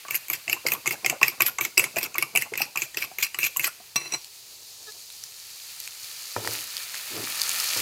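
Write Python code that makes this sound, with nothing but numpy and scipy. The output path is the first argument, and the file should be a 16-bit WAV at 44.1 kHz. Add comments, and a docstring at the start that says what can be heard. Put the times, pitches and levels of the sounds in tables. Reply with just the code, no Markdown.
"""A small hard kitchen hums behind a fork beating eggs in a ceramic bowl, five strokes a second.
Noise bursts and grit are the tines clacking and dragging on the glaze; rising tones are the egg's glops.
The fork is laid on the rim; the microphone then moves over a pan where potato sizzles in oil,
made of hiss, crackle and popping drops, and a spoon knocks and pushes through it, ringing the pan's modes.
A soft rustle and a brief squeak come in between."""
import sys
import numpy as np
from scipy import signal
from scipy.fft import rfft, irfft
from scipy.io import wavfile
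from scipy.ndimage import uniform_filter1d

SR = 44100
rng = np.random.default_rng(int(sys.argv[2]) if len(sys.argv) > 2 else 0)


def store_pcm(level_fs):
    """Save levels as 16-bit WAV."""
    pcm = np.round(np.clip(level_fs, -1, 1) * 32767).astype(np.int16)
    wavfile.write(sys.argv[1], SR, np.atleast_2d(pcm).T)


def boost(x):
    """Linear amplitude factor 10**(x/20) for a level x in decibels (scalar or array-like)."""
    u = np.asarray(x, float) / 20
    return 10 ** u


N = 344421
T = np.arange(N) / SR

# Colour of the kitchen hum. Each row: frequency in Hz, relative density in dB per Hz.
HUM_COLOUR = [(12, -56), (20, -40), (32, -11), (97, 2), (265, -17), (390, -5.5), (538, -6.5), (572, -11),
              (790, -6.5), (1010, -7), (2500, -33), (3250, -15), (5500, -120)]
# Partials of the squeak. Each row: multiple of the fundamental, relative level in dB.
SQUEAK_PARTIALS = [(1, -6), (2, -16), (3, -8), (4, -2), (9, -6), (12, -8)]
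# Ringing modes of the pan. Each row: frequency in Hz, relative level in dB, t60 in seconds.
PAN_MODES = [(111.5, -6.5, 0.24), (355, -40, 0.088), (524, -17, 0.19), (968, 8.5, 0.026),
             (1340, 11.5, 0.012), (1785, 5.5, 0.024), (2350, 1, 0.041)]
# Spoon knocking the pan. Each row: time in seconds, relative strength in dB, contact in milliseconds.
SPOON_KNOCKS = [(6.362, -13, 0.46), (6.446, -25, 0.18), (6.472, -22.5, 0.32), (7.762, -24, 0.37)]
# Spoon sliding over the pan floor. Each row: start in seconds, rise in seconds, relative pressure
# at the peak in dB, pitch at the peak in Hz.
SPOON_SLIDES = [(6.359, 0.0096, -31, 479), (6.44, 0.0498, -39, 450.4), (7.09, 0.092, -34.5, 401),
                (7.756, 0.023, -37.5, 430)]
# Frying as heard. Each row: time in seconds, level in dB, fullness in dB (how far the low mids,
# and in part the treble, stand up around the middle).
SIZZLE = [(0, -47.5, 6.5), (2, -47.5, -2.5), (3.7, -48, 2.5), (4.3, -44.5, -5), (4.9, -42, -10.5),
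          (5.5, -41.5, -4.5), (5.9, -40.5, -2.5), (6.3, -38, -3.5), (6.42, -38, 0), (6.55, -34, -0.5),
          (6.679, -38, -1.5), (6.77, -37.5, 1), (6.85, -38, 1), (6.95, -37.5, 3), (7.05, -39.5, 4.5),
          (7.16, -37, 1.5), (7.3, -34, 1), (7.5, -31, 0.5), (7.81, -30, 0)]
# Colour of the oil. Each row: frequency in Hz, relative density in dB per Hz.
OIL_COLOUR = [(200, -54.5), (500, -19), (1300, -12.5), (2500, -1), (3400, -4), (4400, 3), (5600, -2.5),
              (6600, -0.5), (7800, -4), (10000, -4.5), (11400, -3.5), (12800, -5.5), (15300, -5.5),
              (17000, -33)]
# Drops of water bursting in the oil. Each row: time in seconds, relative strength in dB, pitch in Hz.
WATER_POPS = [(4.2451, -29, 4320), (4.829, -36, 6200), (4.921, -31, 4260), (5.102, -32, 3840),
              (5.238, -24.5, 5700), (5.342, -37, 3840), (5.8016, -23.5, 12700), (5.876, -23, 2500),
              (6.0446, -29, 4470), (6.114, -31, 4350), (6.4535, -30, 4450), (6.4746, -16.5, 1890),
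              (6.768, -20, 4800), (6.779, -23.5, 3220), (6.9438, -25, 1720), (7.4169, -10.5, 4620),
              (7.4929, -13, 6540), (7.6002, -14, 4850), (7.7283, -29, 1870), (7.7735, -22, 5040)]
# Beating strokes. Each row: tines bite in seconds, turn in seconds, relative drag after the turn in dB,
# relative egg slosh in dB.
STROKES = [(0.103, 0.149, -24, -49), (0.3, 0.331, -22, -46.5), (0.49, 0.518, -30, -43.5),
           (0.661, .719, -28.5, -42), (0.864, .909, -26, -41), (1.051, 1.101, -40, -38.5),
           (1.22, 1.287, -36, -43.5), (1.398, 1.461, -25, -42.5), (1.605, 1.64, -32, -43),
           (1.789, 1.83, -30, -38), (1.959, 2.027, -27, -40.5), (2.181, 2.235, -54, -47.5),
           (2.352, 2.409, -33.5, -43), (2.571, 2.614, -30, -46), (2.778, 2.816, -28, -51),
           (2.971, 3.018, -28, -48), (3.191, 3.225, -23.5, -56), (3.386, 3.435, -21, -50.5),
           (3.598, 3.644, -22.5, -48)]
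# Air pockets closing in the egg. Each row: time in seconds, relative strength in dB, starting pitch in Hz.
GLOPS = [(.05, -31.5, 1090), (0.085, -30.5, 1100), (.3, -32.5, 1080), (.481, -32, 657), (0.565, -31, 1000),
         (.652, -23.5, 473), (.721, -29, 1127), (0.749, -26, 1070), (0.858, -26, 1130), (.909, -31.5, 333),
         (1.046, -27, 710), (1.125, -23.5, 685), (1.215, -15, 1050), (1.24, -28, 1100),
         (1.403, -16.5, 1084), (1.482, -25.5, 1376), (1.586, -20.5, 1100), (1.789, -29.5, 373),
         (1.965, -18, 627), (2.049, -34.5, 1404), (2.151, -23, 1094), (2.224, -22, 1110), (2.35, -24, 674),
         (2.462, -37.5, 794), (2.52, -25.5, 398), (2.604, -22.5, 765), (2.756, -24.5, 1090),
         (2.775, -38, 355), (2.972, -33.5, 352), (3.039, -33, 1086), (3.113, -34.5, 713),
         (3.223, -41, 1070), (3.255, -42, 1120), (3.345, -33, 1090), (3.463, -39, 1090),
         (3.561, -26.5, 1047), (3.665, -30.5, 1090), (3.676, -25, 1340), (3.8, -40.5, 676)]
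# Tines meeting the glaze. Each row: time in seconds, strength in dB, tine ring in Hz, treble in dB,
# free ring of the bowl in dB, the last two relative to the strength.
CLACKS = [(0.0827, -24, 2220, -17, -11), (0.1079, -14.5, 2230, 2.5, 6), (.1442, -11.5, 2140, -2.5, -6),
          (.2831, -29.5, 2210, 5, 8), (0.2996, -12.5, 2270, -2.5, -11), (0.3319, -15.5, 2160, -1.5, 13),
          (0.4785, -15, 2090, -33, -14), (0.4965, -9.5, 2240, -5, 6), (0.5286, -6.5, 2720, -6, -11),
          (0.6649, -5, 2170, -30, -4), (0.6718, -17, 2510, 5.5, -12), (0.6846, -10, 2140, -4, -14),
          (.7188, -7, 2510, -4.5, -19), (.7358, -20.5, 2110, 6, -14), (0.8586, -13, 2140, -12, -10),
          (0.866, -12, 2530, -13, -6), (0.8744, -5.5, 2190, -2.5, -6), (.9081, -8.5, 2174, -5, -3),
          (.9244, -28, 2550, 12, -3), (1.046, -12, 2420, -24, -8), (1.061, -3.5, 2135, -6, -14),
          (1.0974, -3.5, 2330, -8, 4), (1.2134, -12, 2640, -14, -14), (1.2295, 2.5, 2440, -11.5, -10),
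          (1.281, -7.5, 2270, -1.5, -22), (1.4056, -1.5, 2456, -9, -4), (1.4197, -5, 2270, -1, -4),
          (1.4677, -21, 2400, 2.5, 6), (1.5847, -10.5, 2160, -16, -8), (1.6097, -6, 2300, -5, 0),
          (1.65, -8.5, 2210, -4.5, -13), (1.773, -11, 2100, -23, 4), (1.7771, 1, 2666, -2.5, 16),
          (1.7945, -3.5, 2556, -2, 9), (1.8404, -7.5, 2230, -5.5, -8), (1.9671, -8.5, 2450, -19, -13),
          (1.9846, -9.5, 2560, -1, 3), (2.03, -14, 2210, 1.5, -1), (2.143, -21, 2520, -13, -8),
          (2.156, -16.5, 2280, -4, -10), (2.182, -5.5, 2175, -3, -13), (2.2245, -8.5, 2260, -2, -3),
          (2.3514, -20.5, 2820, 5, -16), (2.359, -5, 2660, -4, 12), (2.373, -7, 2685, -0.5, -29),
          (2.4212, -11.5, 2080, -3.5, 6), (2.5367, -15, 2150, -40, -13), (2.5545, -16.5, 2060, -24, -13),
          (2.576, -12, 2460, -1.5, 0), (2.6178, -7.5, 2574, -10, -12), (2.758, -14.5, 2520, -9, -16),
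          (2.773, -9.5, 2380, -4.5, -23), (2.819, -11.5, 2570, -17, 9.5), (2.9447, -21.5, 1870, -15, -8),
          (2.9706, -10.5, 2620, -3.5, -14), (3.022, -13.5, 2300, -11, -12), (3.185, -13, 2220, -4.5, -7),
          (3.2265, -11, 2520, -15, -2), (3.3446, -15.5, 2900, -12, 12), (3.3876, -12, 2230, -3, -7),
          (3.4299, -10, 2680, -6, 8.5), (3.563, -17.5, 2880, -14, -20), (3.5702, -31.5, 2750, 21.5, -18),
          (3.5951, -10.5, 2150, -1, -13), (3.6417, -9, 2500, -8, -3)]
# Fork set down on the rim. Each row: time in seconds, relative strength in dB.
RIM_TAPS = [(3.9585, -11), (4.1212, -22.5), (4.1363, -20)]
# Fork shifting on the rim after it is set down. Each row: time in seconds, relative level in dB.
RIM_SETTLING = [(3.96, -28), (3.99, -43), (4.03, -48), (4.06, -40), (4.1, -48.5), (4.125, -41.5),
                (4.15, -32), (4.18, -51)]
# Ringing modes of the bowl: each entry is a frequency in Hz.
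BOWL_HZ = [1132, 2330, 2672, 4090, 4900, 5782, 7728, 8760, 9846, 12220, 14770]
# One row for each mode in BOWL_HZ: relative level in dB struck under the egg, relative level in dB
# struck near the rim, t60 in seconds.
BOWL_MODES = [(-21.5, -17.5, 0.098), (-4.5, -21, 0.094), (-1, -11, 0.094), (-40, -3, 0.052),
              (-3, -23, 0.037), (-33, -0.5, 0.048), (-4, -13.5, 0.07), (-19, -13, 0.033),
              (-29, -13.5, 0.057), (-34, -22, 0.044), (-27, -19, 0.04)]
# Short ring of the fork and the egg-damped bowl. Each row: frequency in Hz, relative density in dB per Hz.
WET_BOWL_COLOUR = [(80, -38.5), (130, -6.5), (240, -28), (340, -5.5), (600, -21.5), (1100, -14),
                   (1650, -16), (2200, -2), (2650, -2), (3100, -9), (3700, -15.5), (7800, -3),
                   (8800, -11.5), (10300, -23), (11400, -2.5), (12400, -15.5), (13000, -13.5), (14100, -19),
                   (15200, -29), (16500, -30)]


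def level(x, db):
    """Set the rms."""
    return x * boost(db) / np.sqrt(np.mean(x ** 2))


def colour(x, points):
    """Causal filter with the given (Hz, dB) shape, from the folded cepstrum; unit energy."""
    hz, db = np.transpose(points)
    size = 4096
    bins_hz = np.arange(size // 2 + 1) * SR / size
    cep = irfft(np.interp(np.log(bins_hz + 1), np.log(hz), db) * np.log(10) / 20)
    cep[1:size // 2] *= 2
    cep[size // 2 + 1:] = 0
    h = irfft(np.exp(rfft(cep)))
    return signal.fftconvolve(x, h / np.sqrt(np.sum(h ** 2)))[:len(x)]


def band(x, lo_hz, hi_hz):
    """Gentle band-pass."""
    return signal.sosfilt(signal.butter(2, [lo_hz, min(hi_hz, .45 * SR)], "band", fs=SR, output="sos"), x)


def ring(x, modes):
    """Drive a set of decaying modes, each a two-pole resonator."""
    out = 0
    for hz, db, t60 in modes:
        r, w = 1000 ** (-1 / (t60 * SR)), 2 * np.pi * hz / SR
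        out = out + boost(db) * signal.lfilter([0, r * np.sin(w)], [1, -2 * r * np.cos(w), r * r], x)
    return out


def gain_curve(rows):
    """Gain over time from (s, dB) rows, silent outside them."""
    s, db = np.transpose(rows)
    inside = (T > s[0]) * (T < s[-1])
    return uniform_filter1d(boost(np.interp(T, s, db)) * inside, size=128)


def walk(rate):
    """Random levels held 1 / rate s and slewed twice; spread near 1."""
    k = int(SR / rate)
    held = np.repeat(rng.standard_normal(N // k + 1), k)
    return 1.3 * uniform_filter1d(uniform_filter1d(held, k), k)[:N]


def ticks(rate, spread_db):
    """Random clicks of widely scattered size, rate per second, rms 1."""
    hit = rng.random(N) < rate / SR
    size = boost(spread_db * np.minimum(rng.exponential(size=N), 3))
    return level(hit * rng.standard_normal(N) * size, 0)


def add(out, s, piece):
    """Mix a short sound in at time s."""
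    i = int(s * SR)
    out[i:i + len(piece)] += piece[:N - i]


def swell(s, length):
    """A rounded rise and fall."""
    return np.sqrt(np.sin(np.pi * np.clip((T - s) / length, 0, 1)).clip(0))


def patchy(x, spread_db, rate):
    """The contact point keeps moving, so each band of the sound swells and fades on its own."""
    edges = 1500 * 1.4 ** np.arange(8)
    return sum(boost(spread_db * walk(rate)) * band(x, lo, hi) for lo, hi in zip(edges, edges[1:]))


def room(x):
    """Tiled walls: a dense tail of decaying noise after a short gap."""
    t60_s, wet_db = .3, -18
    t = T[:int(.5 * SR)]
    tail = band(rng.standard_normal(len(t)), 180, 13000) * 1000 ** (-t / t60_s) * (t > .004)
    return x + boost(wet_db) * signal.fftconvolve(x, tail / np.sqrt(np.sum(tail ** 2)))[:N]


def kitchen_hum():
    """Steady low noise, shaped by the hum's colour and drifting slightly in level."""
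    return level(colour(rng.standard_normal(N), HUM_COLOUR) * boost(0.11 * walk(3.5)), -63)


def rustle():
    """Uneven low noise, soft, while the microphone is carried over."""
    start_s, length_s = 4.43, 0.63
    noise = band(rng.standard_normal(N), 280, 920) * boost(4.6 * walk(30))
    return swell(start_s, length_s) * level(noise, -61.5)


def squeak():
    """A brief stick-slip tone nearby with a few partials, sagging in pitch."""
    start_s, length_s = 4.862, .055
    start_hz, sag_hz_per_s = 440, 300
    hz = start_hz - sag_hz_per_s * np.clip(T - start_s, 0, length_s)
    phase = 2 * np.pi * np.cumsum(hz * (1 + 0.012 * walk(300))) / SR
    tone = sum(boost(db) * np.sin(multiple * phase) for multiple, db in SQUEAK_PARTIALS)
    return tone * boost(-43 + 2 * walk(60)) * swell(start_s, length_s) ** 3


def spoon():
    """Knocks ring the pan, a longer contact duller; a slide is a rough band that shakes the lowest modes."""
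    fade_s, sag_hz_per_s = 0.06, 1200  # the pitch falls away on both sides of the peak
    press, pitch = np.zeros(N), np.zeros(N)
    for s, rise, db, hz in SPOON_SLIDES:
        late = T - s - rise
        press += boost(db) * np.clip((T - s) / rise, 0, 1) * np.exp(-late.clip(0) / fade_s)
        pitch = np.where(T >= s, (hz - sag_hz_per_s * np.abs(late)).clip(250), pitch)
    rough = level(band(ticks(2500, 1.3), 4, 90), 0)
    slide = press * rough * np.sin(2 * np.pi * np.cumsum(pitch) / SR)
    grain = 0.5 * press * level(band(ticks(2000, 1.5), 220, 1050), -0.39)
    shaken_pan = boost(-30) * ring(press * ticks(300, 1.2), PAN_MODES[:2])
    push = np.zeros(N)
    for s, db, ms in SPOON_KNOCKS:
        blow = np.hanning(max(int(ms * SR / 1000), 1) + 2)[1:-1]
        add(push, s + 0.00225, boost(db - 13) * blow / blow.sum())
    return ring(push, PAN_MODES) + slide + shaken_pan + grain


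def frying():
    """Hiss, and crackle that grows as the pan comes near; low mids and treble follow fullness; drops pop."""
    treble_share = 0.41  # of the fullness in dB
    s, near_db, full_db = np.transpose(SIZZLE)
    near, treble, low = (boost(np.interp(T, s, db)) for db in (near_db, treble_share * full_db, full_db))
    close = np.clip(near * boost(35.0), 0, 1)
    # bubbles of each size burst on their own, so every octave crackles separately
    crackle = sum(level(band(ticks(500, 3.8), hz, 2 * hz), 10 * np.log10(hz / SR))
                  for hz in (500, 1000, 2000, 4000, 8000))
    hiss = rng.standard_normal(N) * boost(0.84 * walk(25))
    raw = hiss + close * boost(1.0 * walk(40)) * (1.31 * crackle + 0.25 * ticks(830, 1.6))
    oil = colour(raw, OIL_COLOUR)
    below_3300, below_8000 = (signal.sosfiltfilt(signal.butter(3, hz, fs=SR, output="sos"), oil)
                              for hz in (3300, 8000))
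    out = near * (low * below_3300 + below_8000 - below_3300 + treble * (oil - below_8000))
    # the noise of the frying also rings the pan's higher modes
    out -= boost(-42.5) * near * close * low * ring(raw, PAN_MODES[4:])
    t = T[:int(.03 * SR)]
    fade = 1.5 * (1 - np.exp(-t / .0002)) * np.exp(-t / .0009)
    for s, db, hz in WATER_POPS:
        spatter = 1.02 * band(rng.standard_normal(len(t)), 2030, 11300)
        add(out, s, boost(db + 2.0) * fade * (np.sin(2 * np.pi * hz * t) + spatter))
    return out


def contact():
    """Gains of drag and slosh: the egg moves first, tines bite, press anew after the turn, ease to the lift."""
    drag_in_db = -34.5  # before the turn, on the same scale as the drag after it
    drag_out_s, drag_out_s_per_s = 0.032, 0.0046  # length after the turn, longer as the hand slows
    ease_db = -14  # reached at the lift
    slosh_lead_s, slosh_fade_s = 0.02, 0.031
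    drag, slosh = np.zeros((2, N))
    for start, turn, out_db, slosh_db in STROKES:
        lift = turn + drag_out_s + drag_out_s_per_s * start
        easing_db = ease_db * np.clip((T - turn) / (lift - turn), 0, 1) ** 2
        drag += boost(drag_in_db) * (T >= start) * (T < turn)
        drag += boost(out_db + easing_db) * (T >= turn) * (T < lift)
        slosh += boost(slosh_db) * (T >= start - slosh_lead_s) * np.exp(-np.clip(T - lift, 0, 1) / slosh_fade_s)
    return uniform_filter1d(drag, size=100), uniform_filter1d(slosh, size=440)


def egg(stir):
    """Thick slosh with a scatter of small bubbles, and larger pockets; all climb in pitch as they close."""
    climb_hz_per_s = 4980
    out = stir * level(band(rng.standard_normal(N), 84, 970) * boost(3.4 * walk(50)), -6.5)
    t = T[:int(.1 * SR)]
    # small bubbles follow the strength of the slosh
    small = [(s, 20 * np.log10(stir[int(s * SR)] + 1e-9) + 8 - 14 * size, 400 + 1200 * pitch)
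             for s, size, pitch in rng.random((240, 3)) * [4, 1, 1]]
    fade = (1 - np.exp(-t / 0.0011)) * np.exp(-t / 0.0088)
    for s, db, hz in GLOPS + small:
        wobble = 1 + 4.5 * band(rng.standard_normal(len(t)), 27, 400)
        tone = np.sin(2 * np.pi * (hz + climb_hz_per_s * t / 2) * t)
        add(out, s, boost(db) * wobble * tone * fade)
    return out


def fork(pressure):
    """Clacks are a tick, a short tine ring and a rattling tail; drag is dense tiny ticks; both excite the bowl."""
    thud_db, thud_per_db = -11, 0.96  # the thud grows more slowly than the clack
    drag_ring_db, drag_ring_db_per_s = -44.5, 1.5  # the tines ride higher on the wall as the beating goes on
    t = T[:int(.06 * SR)]
    thud, mid, treble, tine, under, rim = np.zeros((6, N))
    for s, db, hz, treble_db, free_db in CLACKS:
        noise = rng.standard_normal(len(t)) * (1 - np.exp(-t / 0.00015))
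        add(mid, s, boost(db) * noise * (np.exp(-t / 0.0021) + 0.15 * np.exp(-t / 0.014)))
        bright_fade = np.exp(-t / 0.00044) + 0.096 * np.exp(-t / 0.0098)
        add(treble, s, boost(db + treble_db + 18.5) * noise * bright_fade)
        add(thud, s, boost(thud_db + thud_per_db * db) * noise * np.exp(-t / 0.01))
        # two tines, unequal
        other_hz = hz * (1 + 0.097 * rng.uniform(-0.44, 1))
        pair = np.sin(2 * np.pi * hz * t) + 0.14 * np.sin(2 * np.pi * other_hz * t)
        add(tine, s, boost(db - 4) * pair * (1 - np.exp(-t / 0.00096)) * np.exp(-t / 0.0036))
        add(under, s, boost(db + free_db - 22.0) * noise * np.exp(-t / 0.00012))
    for s, db in RIM_TAPS:
        tap = boost(db) * rng.standard_normal(len(t)) * np.exp(-t / 0.0046)
        add(mid, s, 0.55 * tap)
        add(thud, s, 0.15 * tap)
        add(rim, s, boost(-18.0) * tap)
    grit = boost(2.5 * walk(120)) * (.85 * ticks(1800, 3) + .6 * rng.standard_normal(N))
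    drag = pressure * boost(7.0) * grit
    settle = gain_curve(RIM_SETTLING) * grit
    rim += boost(drag_ring_db + drag_ring_db_per_s * T) * drag + boost(-18.5) * settle
    low = band(thud + 2.3 * settle, 95, 1980)
    middle = band(mid + drag + 0.53 * settle, 1000, 7300)
    high = band(treble + 1.87 * drag, 10620, 19800)
    wet = low + patchy(middle + high, spread_db=2.5, rate=60)
    under_db, rim_db, t60 = np.transpose(BOWL_MODES)
    bowl = ring(under, zip(BOWL_HZ, under_db, t60)) + ring(rim, zip(BOWL_HZ, rim_db, t60))
    return colour(wet, WET_BOWL_COLOUR) + tine + bowl


def scene():
    """Everything close, with a little kitchen echo on all but the frying and the hum."""
    drag, slosh = contact()
    echoing = room(rustle() + squeak() + spoon() + egg(slosh) + fork(drag))
    return (kitchen_hum() + frying() + echoing)[None]


def top_cut(x):
    """Nothing passes above the cut-off."""
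    return signal.sosfilt(signal.butter(12, 16980, fs=SR, output="sos"), x)


def record(dry):
    """The microphone loses deep bass and the top, rounds the loudest peaks and adds its own low noise."""
    x = signal.sosfilt(signal.butter(4, 95, "high", fs=SR, output="sos"), dry)
    self_noise = level(band(rng.standard_normal(N), 44, 60), -80)
    x = np.tanh(0.76 * x) / 0.84 + self_noise
    mix = signal.sosfilt(signal.ellip(8, .2, 90, 15900, fs=SR, output="sos"), x)
    return top_cut(mix)


dry = scene()
out = record(dry)
store_pcm(out)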